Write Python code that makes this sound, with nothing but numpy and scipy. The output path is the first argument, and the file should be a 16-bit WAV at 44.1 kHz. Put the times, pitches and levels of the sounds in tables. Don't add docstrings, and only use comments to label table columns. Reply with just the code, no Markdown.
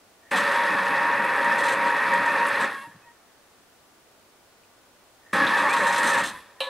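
import sys
import numpy as np
from scipy import signal
from scipy.fft import rfft, irfft, next_fast_len
from scipy.io import wavfile
from scipy.ndimage import map_coordinates

SR = 44100
rng = np.random.default_rng(int(sys.argv[2]) if len(sys.argv) > 2 else 0)


def volts_from_decibels(level):
    exponent = np.asarray(level, float) / 20
    return 10 ** exponent


def waveform_to_disk(signal):
    frames = np.transpose(np.atleast_2d(signal))
    scaled = np.clip(frames, -1, 1) * 32767
    samples = np.round(scaled).astype(np.int16)
    wavfile.write(sys.argv[1], SR, samples)


N = 295019
TIME = np.arange(N) / SR

# [s, s, dB, s]
MOTOR_RUNS = [
    (0.313, 2.641, -22.5, 0.0059),
    (5.3312, 6.191, -22, 0.051),
]


def unit(x):
    return x / np.sqrt(np.mean(x ** 2) + 1e-20)


def along(points, hz):
    f, v = np.transpose(points)
    return np.interp(np.log(hz + 1), np.log(f + 1), v)


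def over_time(points):
    return np.interp(TIME, *np.transpose(points))


def wobble(rate):
    knots = rng.standard_normal(int(N * rate / SR) + 4)
    return map_coordinates(knots, [TIME * rate])


def filtered(x, response):
    m = next_fast_len(N + SR // 2)
    spectrum = rfft(x, m) * response(np.fft.rfftfreq(m, 1 / SR))
    return irfft(spectrum, m)[..., :N]


def resonant(x, modes, skirt=1.24):
    def response(f):
        power = 0
        for centre, width, db in modes:
            flank = (1 + (2 * (f - centre) / width) ** 2) ** -np.clip(skirt, 1, 3)
            power = power + volts_from_decibels(2 * db) * flank
        return np.sqrt(power)
    return unit(filtered(x, response))


def coloured(x, spectrum):
    return unit(filtered(x, lambda hz: volts_from_decibels(along(spectrum, hz))))


def shaking(lumpy_db, rate):
    return unit(rng.standard_normal(N) * volts_from_decibels(lumpy_db * wobble(rate)))


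def motor():
    housing, rumble, churn, hiss = run_gains()
    load = wobble(14)
    tone, pulls = rotor()
    out = housing * volts_from_decibels(0.41 * load) * (volts_from_decibels(-1) * housing_body() + tone) + pulls
    out += rumble * volts_from_decibels(1.1 * load + 0.8 * wobble(9)) * counter()
    out += churn * volts_from_decibels(0.9 * wobble(25)) * mixture()
    return out + hiss * volts_from_decibels(0.7 * wobble(17)) * switching()


def run_gains():
    # [s, dB]
    splash = [(.33, 6), (.6, 2.5), (.8, 1), (1.2, -1), (1.5, 1.5), (1.8, 0), (2.1, 1), (2.64, 1), (5.34, 6),
              (5.45, 3.5), (5.6, 3.5), (5.8, -1), (6.05, 7), (6.25, 0.5)]
    # [s, dB]
    heaves = [(.74, 9), (.94, 4.5), (1.2, 4.5), (1.6, 4), (1.87, 4), (2.21, 5.5), (2.63, 3.5), (5.44, 7),
              (5.665, 2), (5.8, 3.5), (6.06, 7)]
    engage_s, heave_s = 0.004, 0.037
    splash_db = over_time(splash)
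    heave_db = sum(db * np.exp(-((TIME - s) / heave_s) ** 2) for s, db in heaves)
    gains = 0
    for start, cut, db, slump in MOTOR_RUNS:
        since, after = np.maximum(TIME - start, 0), np.maximum(TIME - cut, 0)
        settle = np.maximum(after - slump, 0)
        housing = volts_from_decibels(2 * np.exp(-since / 0.1) - 140 * after)
        housing = housing + (after > 0) * volts_from_decibels(-29.5 - 25 * after)
        lurch_db = 9.5 * np.exp(-since / 0.1)
        rumble = volts_from_decibels(-19.5 + lurch_db + heave_db - 135 * settle)
        churn = volts_from_decibels(-20 + splash_db - 93 * settle)
        braking_db = -5 * np.minimum(after / 0.045, 1) - 166 * np.maximum(after - 0.19, 0)
        hiss = volts_from_decibels(-31 + 0.91 * splash_db + braking_db)
        engaged = np.clip((TIME - start) / engage_s + 0.5, 0, 1) * volts_from_decibels(db)
        gains = gains + engaged * np.array([housing, rumble, churn, hiss])
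    return gains


def housing_body():
    # [Hz, Hz, dB, dB]
    modes = [(538, 30, -10, -1), (572, 24, -9, -1), (816, 36, -14, 2), (885, 45, -11, -2),
             (943, 20, -4.5, -2), (1028, 20, -7, 2), (1085, 35, -9, 4), (1118, 22, -9, 2),
             (1190, 60, -12, 3), (1292, 45, -9, 1), (1383, 24, -13, 0), (1460, 45, -12, 0),
             (1540, 60, -13, 1), (1610, 55, -10, 1), (1692, 24, -7, 3), (1755, 40, -7, 1),
             (1805, 32, -2.5, -1), (1886, 26, -5, 0), (1935, 40, -11, 0), (2070, 90, -19, 0),
             (2186, 40, -17, 0), (2299, 30, -16, -1), (2420, 80, -18, 0), (2558, 32, -15, 0),
             (2680, 60, -23, 2)]
    # [Hz, dB per Hz]
    shell = [(250, -65), (400, -1.5), (480, 2), (640, -4), (720, -3.5), (800, -1.5), (1400, -6.5),
             (1950, -5), (2600, -7), (3000, -14.5), (3600, -62)]
    # [s, 0 soft, 1 stiff, above 1 stiffer still]
    stiffness = [(0, 0.27), (.45, 0.28), (.7, 0), (2.4, 0), (2.7, 0.74), (5.33, 0.42), (5.5, 1.6),
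                 (5.7, 1.9), (5.9, 0.23), (6.3, 0.53)]
    torque = shaking(lumpy_db=-0.5, rate=160)
    soft = resonant(torque, [(hz, w, db) for hz, w, db, _ in modes])
    stiff = resonant(torque, [(hz, w, db + change) for hz, w, db, change in modes])
    ring = soft + (stiff - soft) * over_time(stiffness)
    return unit(ring + volts_from_decibels(-11) * coloured(shaking(lumpy_db=2, rate=150), shell))


def rotor():
    # [s, Hz, dB]
    pole_tone = [(.33, 945, -24), (.5, 945, -15), (.62, 942, -10), (.8, 939, -13), (1.05, 947, -9),
                 (1.3, 948, -11), (1.5, 941, -14), (1.75, 945, -10), (2.1, 948, -10), (2.35, 940, -12),
                 (2.64, 936, -14), (5.34, 950, -24), (5.55, 950, -18), (5.68, 946, -12), (5.82, 924, -10),
                 (5.95, 942, -11), (6.1, 940, -13), (6.25, 934, -13)]
    # [s, s, Hz, Hz, dB]
    drags = [(.32, 0.38, 850, 660, -32.5), (.315, .37, 283, 237, -38.5), (5.335, 5.43, 285, 273, -35.5),
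             (.315, 0.35, 548, 560, -28), (.46, 0.53, 550, 575, -28), (1.662, 1.76, 560, 530, -30),
             (5.38, 5.47, 1800, 1600, -24.5), (2.1, 2.18, 560, 545, -31.5), (5.92, 5.97, 565, 576, -38),
             (5.63, 5.68, 660, 558, -32.5), (5.419, 5.623, 1095, 770, -33), (5.499, 5.585, 1770, 1730, -27),
             (5.601, 5.739, 1793, 1767, -29), (5.66, 5.76, 2000, 2700, -31), (5.596, 5.7, 970, 820, -29.5),
             (5.792, 5.878, 620, 490, -29), (6.05, 6.22, 1895, 1600, -29), (0.522, 0.9, 2100, 1600, -35),
             (2.48, 2.581, 1810, 1800, -35)]
    s, hz, db = np.transpose(pole_tone)
    speed = np.interp(TIME, s, hz)
    turn = 2 * np.pi * np.cumsum(speed) / SR + 0.95 * wobble(30)
    flutter_db = 3.5
    tone = volts_from_decibels(flutter_db * wobble(22)) * np.sin(turn)
    tone += volts_from_decibels(-5 + flutter_db * wobble(30)) * np.sin(2 * turn)
    pulls, rough, flutter = np.zeros(N), 0.7 * wobble(45), wobble(40)
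    for start, end, from_hz, to_hz, level_db in drags:
        part = slice(round(start * SR), round(end * SR))
        glide = np.linspace(from_hz, to_hz, part.stop - part.start)
        swell = volts_from_decibels(level_db + 2 * flutter[part]) * np.hanning(len(glide)) ** 0.5
        pulls[part] += swell * np.sin(2 * np.pi * np.cumsum(glide) / SR + rough[part])
    first, second = MOTOR_RUNS
    unpowered = np.maximum(TIME - np.where(TIME < second[0], first[1], second[1]), 0)
    level = volts_from_decibels(np.interp(TIME, s, db + 0.5) - 150 * unpowered)
    return np.sqrt(2) * (level * tone), np.sqrt(2) * pulls


def counter():
    # [Hz, Hz, dB]
    modes = [(126.5, 34, -11.5), (190, 10.1, 1), (238.5, 48, -5.5), (283.5, 14, -3.5), (319, 64, -6)]
    return resonant(shaking(lumpy_db=1.5, rate=40), modes, skirt=1.5)


def mixture():
    # [Hz, dB per Hz]
    slap = [(1590, -24), (2700, 2), (3100, -2.5), (3290, 3), (3470, 3), (3880, 1), (4370, -2.5),
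            (5330, -8.5), (6930, -14), (8390, -29), (10000, -21), (13000, -51.5), (22000, -120)]
    # [Hz, Hz, dB]
    bowl = [(3350, 190, 0.5), (4990, 130, -7), (7420, 69, -18), (7800, 58, -15), (7900, 60, -10),
            (8500, 240, -15), (9700, 63, -13), (11070, 96, -24), (13000, 85, -20)]
    wet = coloured(shaking(lumpy_db=2, rate=300), slap)
    return unit(wet + 0.45 * resonant(shaking(lumpy_db=2, rate=300), bowl))


def switching():
    # [Hz, dB per Hz]
    sizzle = [(5290, -12), (9000, 3), (9750, 0), (11100, 4), (11500, -5), (12100, -6), (13700, -13),
              (15600, -25)]
    # [Hz, Hz, dB]
    whine = [(11160, 200, -1), (11560, 160, -3)]
    chopped = shaking(lumpy_db=1.5, rate=400)
    return unit(coloured(chopped, sizzle) + volts_from_decibels(-12) * resonant(chopped, whine))


def waking():
    # [s, s, s, dB]
    wake = [
        (.2, .25, .315, -60),
        (5.17, 5.268, 5.333, -60),
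    ]
    # [Hz, Hz, dB]
    windings = [(1830, 170, 0), (1800, 40, 6), (1870, 40, 3)]
    gain = 0
    for creep, on, end, db in wake:
        times = [creep, on - 0.01, on, end, end + 0.01]
        levels = [db - 18, db - 3, db, db + 5, -90]
        gain = gain + volts_from_decibels(np.interp(TIME, times, levels, -120, -120))
    return gain * resonant(rng.standard_normal(N), windings)


def cap():
    # [s, dB, dB, s]
    knocks = [(0.309, -43.5, -7, 0.03), (0.358, -38.5, 3.5, 0.046), (0.513, -48.5, 0, .04),
              (1.582, -41, 0, 0.03), (1.635, -39.5, 0.5, 0.037), (1.682, -41, 3.5, 0.031),
              (1.721, -41, -3, .015), (1.86, -49, -2, 0.018), (2.6, -43, 3, 0.049),
              (5.327, -44.5, -8, 0.045), (5.57, -43, 2, 0.14), (5.691, -41, -2, 0.022),
              (5.728, -40, 4.5, 0.019), (5.764, -40.5, 1, 0.067), (5.834, -44, 4, 0.029),
              (5.865, -37, 0, 0.046), (5.924, -37, -1, 0.057), (5.978, -35, -7, 0.018),
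              (6.03, -34.5, -2.5, 0.073), (6.069, -38, -4, 0.053), (6.133, -36, -4, 0.024),
              (6.174, -38.5, 0, 0.04), (6.235, -36, 0.5, 0.06)]
    # [Hz, Hz, dB]
    high_modes = [(5200, 84, -3), (5600, 25, -3), (6350, 190, 3), (7000, 42, -18), (7250, 110, 7.5),
                  (7660, 52, 11), (8450, 210, 7.5), (8920, 57, -15), (9110, 44, 4), (10200, 33, 1),
                  (11200, 280, -9), (12100, 55, -13)]
    low_modes = [(3170, 120, 5.5), (3670, 130, 7), (4125, 49, 8)]
    # [Hz, dB per Hz]
    broad = [(2650, 1), (4500, -17), (6180, 2), (6750, -16.5), (8620, -1), (9370, -6.5), (11700, -10),
             (15600, -53)]
    high, low = np.zeros((2, N))
    t = TIME[:SR // 4]
    for s, db, low_db, length in knocks:
        fall_db = 60 * t / 0.8 + 60 * np.maximum(t - length, 0) / 0.1
        buzz = volts_from_decibels(db - fall_db) * (1 - np.exp(-t / 0.001))
        high[round(s * SR):][:len(t)] += buzz
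        low[round(s * SR):][:len(t)] += buzz * volts_from_decibels(low_db)
    chatter = shaking(lumpy_db=2, rate=500)
    bright = resonant(chatter, high_modes, skirt=1.1)
    bright = bright + 1.1 * coloured(shaking(lumpy_db=2, rate=450), broad)
    clack = resonant(chatter, [(hz, 3 * w, db) for hz, w, db in low_modes], skirt=0.8)
    return high * unit(bright) + low * clack


def ticks():
    # [s, dB, Hz]
    hits = [(.679, -46, 5200), (.718, -50, 6000), (.855, -46, 5900), (1.13, -49, 5700), (1.245, -44, 11000),
            (1.361, -49, 10000), (1.445, -43, 8000), (1.522, -41, 5430), (1.9, -47, 8000),
            (1.966, -48, 6100), (2.079, -49, 5200), (2.137, -41, 7950), (2.26, -43, 7000),
            (2.305, -46, 6000), (2.385, -44, 5000), (2.448, -55, 8000), (2.467, -38.5, 10100),
            (2.484, -39, 9000), (4.636, -60, 2600), (5.468, -27, 3600), (5.475, -28, 3600),
            (.316, -44, 10000), (5.334, -42, 10000), (.882, -48, 8000), (1.643, -42, 8000),
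            (1.692, -40, 8200), (5.736, -40, 8500), (6.6045, -30, 2900), (6.605, -46, 10500)]
    out, t = np.zeros(N), TIME[:1024]
    f = np.fft.rfftfreq(len(t), 1 / SR)
    for s, db, hz in hits:
        distance = np.log((f + 1) / hz) / (hz / 30000)
        band = 1 / (1 + distance ** 4) / (1 + (f / 12000) ** 8)
        puff = unit(irfft(rfft(rng.standard_normal(len(t))) * band))
        out[round(s * SR):][:len(t)] += volts_from_decibels(db - 60 * t / 0.063) * puff
    return out


def cogging():
    # [s, s, Hz, dB, dB]
    cogs = [(2.735, 2.87, 1097, -43, -11), (2.72, 2.85, 1645, -43, -18), (2.76, 2.84, 548, -57, -30),
            (2.75, 2.89, 2735, -58, -30), (2.81, 2.915, 942, -47, -6), (2.85, 2.93, 1700, -55, -30),
            (2.78, 2.88, 3400, -66, -30), (3.01, 3.07, 2550, -65, -30), (3.035, 3.13, 946, -57, -1),
            (6.3, 6.41, 1010, -46, -14), (6.43, 6.51, 1010, -59, -30), (6.4, 6.46, 1775, -56, -30),
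            (6.55, 6.6, 1009, -57, -30), (6.575, 6.61, 1850, -61, -30)]
    # [s, dB, Hz]
    thumps = [(2.873, -56, 290), (2.872, -58, 140), (2.89, -61, 185), (2.8, -60, 205), (2.955, -59, 190),
              (2.947, -57, 125), (2.965, -55, 110)]
    out = np.zeros(N)
    phase, flutter = 0.85 * wobble(50), wobble(70)
    rise, fade_db, sag = 0.4, 15, 0.06
    for start, end, hz, db, second_db in cogs:
        part = slice(round(start * SR), round(end * SR))
        since = TIME[part] - start
        turn = 2 * np.pi * hz * (TIME[part] - sag * since ** 2 / 2) + phase[part]
        u = np.linspace(0, 1, len(turn))
        swell = np.minimum(u / rise, 1) * volts_from_decibels(-fade_db * np.maximum(u - rise, 0))
        swell = swell * np.minimum(5 - 5 * u, 1)
        tone = np.sin(turn) + volts_from_decibels(second_db) * np.sin(2 * turn)
        out[part] += volts_from_decibels(db + 5 + 2 * flutter[part]) * swell * tone
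    t = TIME[:SR // 10]
    for s, db, hz in thumps:
        push = volts_from_decibels(db + 15.5 - 60 * t / 0.058) * (1 - np.exp(-t / 0.0017))
        out[round(s * SR):][:len(t)] += push * np.sin(2 * np.pi * hz * t)
    return out


def dish():
    # [Hz, dB, s]
    modes = [(530, -37, .3), (541, -22, .13), (987, -39, 1), (1110, -41, 1), (1716, -41, 3),
             (2370, -41, .12), (2600, -35, .07), (2877, -34, .08), (3085, -33, .07), (3267, -35, .07),
             (3741, -39, .4), (3880, -35, .1), (4005, -34, .15), (4250, -45, .1), (4829, -60, .2)]
    # [s, dB, dB]
    blows = [
        (6.6043, 1, -1),
        (6.6085, -4, -20),
        (6.614, -15, -20),
        (6.633, -13, -20),
        (6.641, -13, -20),
        (6.669, -16, 9),
    ]
    # [Hz, dB, s]
    strike = [(8290, -48, .08), (10520, -40.5, .04), (11100, -45, .05), (11500, -54, .03),
              (288, -53.5, 0.56)]
    # [Hz, dB per Hz]
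    clatter = [(250, -40), (400, -16), (550, -9), (800, -9), (1100, -6), (1400, -16.5), (2200, -15),
               (3000, -9), (4100, -6.5), (4700, -27), (6500, -32), (8200, -25), (9500, -31), (11000, -30),
               (15000, -46)]
    out, fade, t = np.zeros(N + SR), np.zeros(N + SR), TIME[:SR // 4]
    for s, blow_db, low_db in blows:
        ring = 0
        for hz, db, t60 in modes:
            decay = volts_from_decibels(db + low_db * (hz < 2000) - 60 * t / t60)
            attack = 1 - np.exp(-t * hz ** 2 / 2500)
            ring = ring + decay * attack * np.sin(2 * np.pi * hz * t)
        out[round(s * SR):][:len(t)] += volts_from_decibels(blow_db + 2.5) * ring
        fade[round(s * SR):][:len(t)] += volts_from_decibels(blow_db - 35 - 60 * t / 0.22)
    first = round(blows[0][0] * SR)
    for hz, db, t60 in strike:
        out[first:][:len(t)] += volts_from_decibels(db - 60 * t / t60) * np.sin(2 * np.pi * hz * t)
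    return out[:N] + fade[:N] * coloured(rng.standard_normal(N), clatter)


def swaying():
    # [s, dB]
    sway = [(5.6, -90), (5.8, -60), (6, -62), (6.15, -70), (6.3, -57), (6.45, -68), (6.55, -89)]
    # [Hz, Hz, dB]
    band = [(85, 40, 0)]
    gain = volts_from_decibels(np.interp(TIME, *np.transpose(sway), -120, -120))
    return gain * resonant(rng.standard_normal(N), band)


def kitchen(x):
    # [Hz, s]
    reverb = [(200, 0.67), (2000, 0.13), (10000, 0.34)]
    hz, t, z = signal.stft(rng.standard_normal((2, SR // 2)), SR, nperseg=256)
    decay = volts_from_decibels(-60 * t / along(reverb, hz)[:, None])
    tail = signal.istft(z * decay, SR, nperseg=256)[1]
    return signal.fftconvolve(x[None], tail / np.linalg.norm(tail[0]), axes=1)[:, :N]


def air():
    # [Hz, dB per Hz]
    tone = [(20, -12), (35, -6), (60, -7.5), (100, -3.5), (160, -5.5), (250, -1), (650, 0), (900, -2.5),
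            (1450, -5.5), (2100, -9.5), (4000, -12.5), (10000, -16.5), (12500, -21), (15800, -19)]
    # [Hz, dB]
    width = [(60, -11), (110, -8), (200, -7), (380, -8), (700, -8), (1290, -5), (2380, -2), (4400, -0.5),
             (8120, -1), (15000, 2)]
    # [Hz, dB]
    lines = [
        (99, -83),
        (1171, -75),
        (1465, -75),
        (1997, -79),
    ]
    air_db = -58.5
    mid = coloured(rng.standard_normal(N), tone) * volts_from_decibels(air_db + 0.18 * wobble(3.4))
    side = coloured(rng.standard_normal(N), tone)
    side = filtered(side, lambda hz: volts_from_decibels(air_db + along(width, hz)))
    for hz, db in lines:
        mid = mid + volts_from_decibels(db) * np.sin(2 * np.pi * hz * TIME + 0.3 * wobble(4))
    return np.array([mid + side, mid - side])


def scene():
    # [Hz, dB]
    machine_side = [(60, -32), (110, -51), (200, -53), (380, -87), (700, -26.5), (1290, -22), (2380, -14),
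                    (4400, -13.5), (8120, -17.5), (12000, -7), (15000, -15)]
    near = motor() + cap() + ticks() + waking() + cogging() + dish()
    near = filtered(near, lambda hz: 1 / (1 + (105 / (hz + 1)) ** 5))
    echo, scatter = kitchen(near)
    mid = near + volts_from_decibels(-15) * echo + swaying()
    side = filtered(scatter, lambda hz: volts_from_decibels(along(machine_side, hz)))
    return np.array([mid + side, mid - side]) + air()


def top_cut(x):
    return signal.sosfilt(signal.butter(12, 16260, fs=SR, output="sos"), x)


def record(dry):
    mix = filtered(dry, lambda hz: hz < 15760)
    return top_cut(mix)


dry = scene()
out = record(dry)
waveform_to_disk(out)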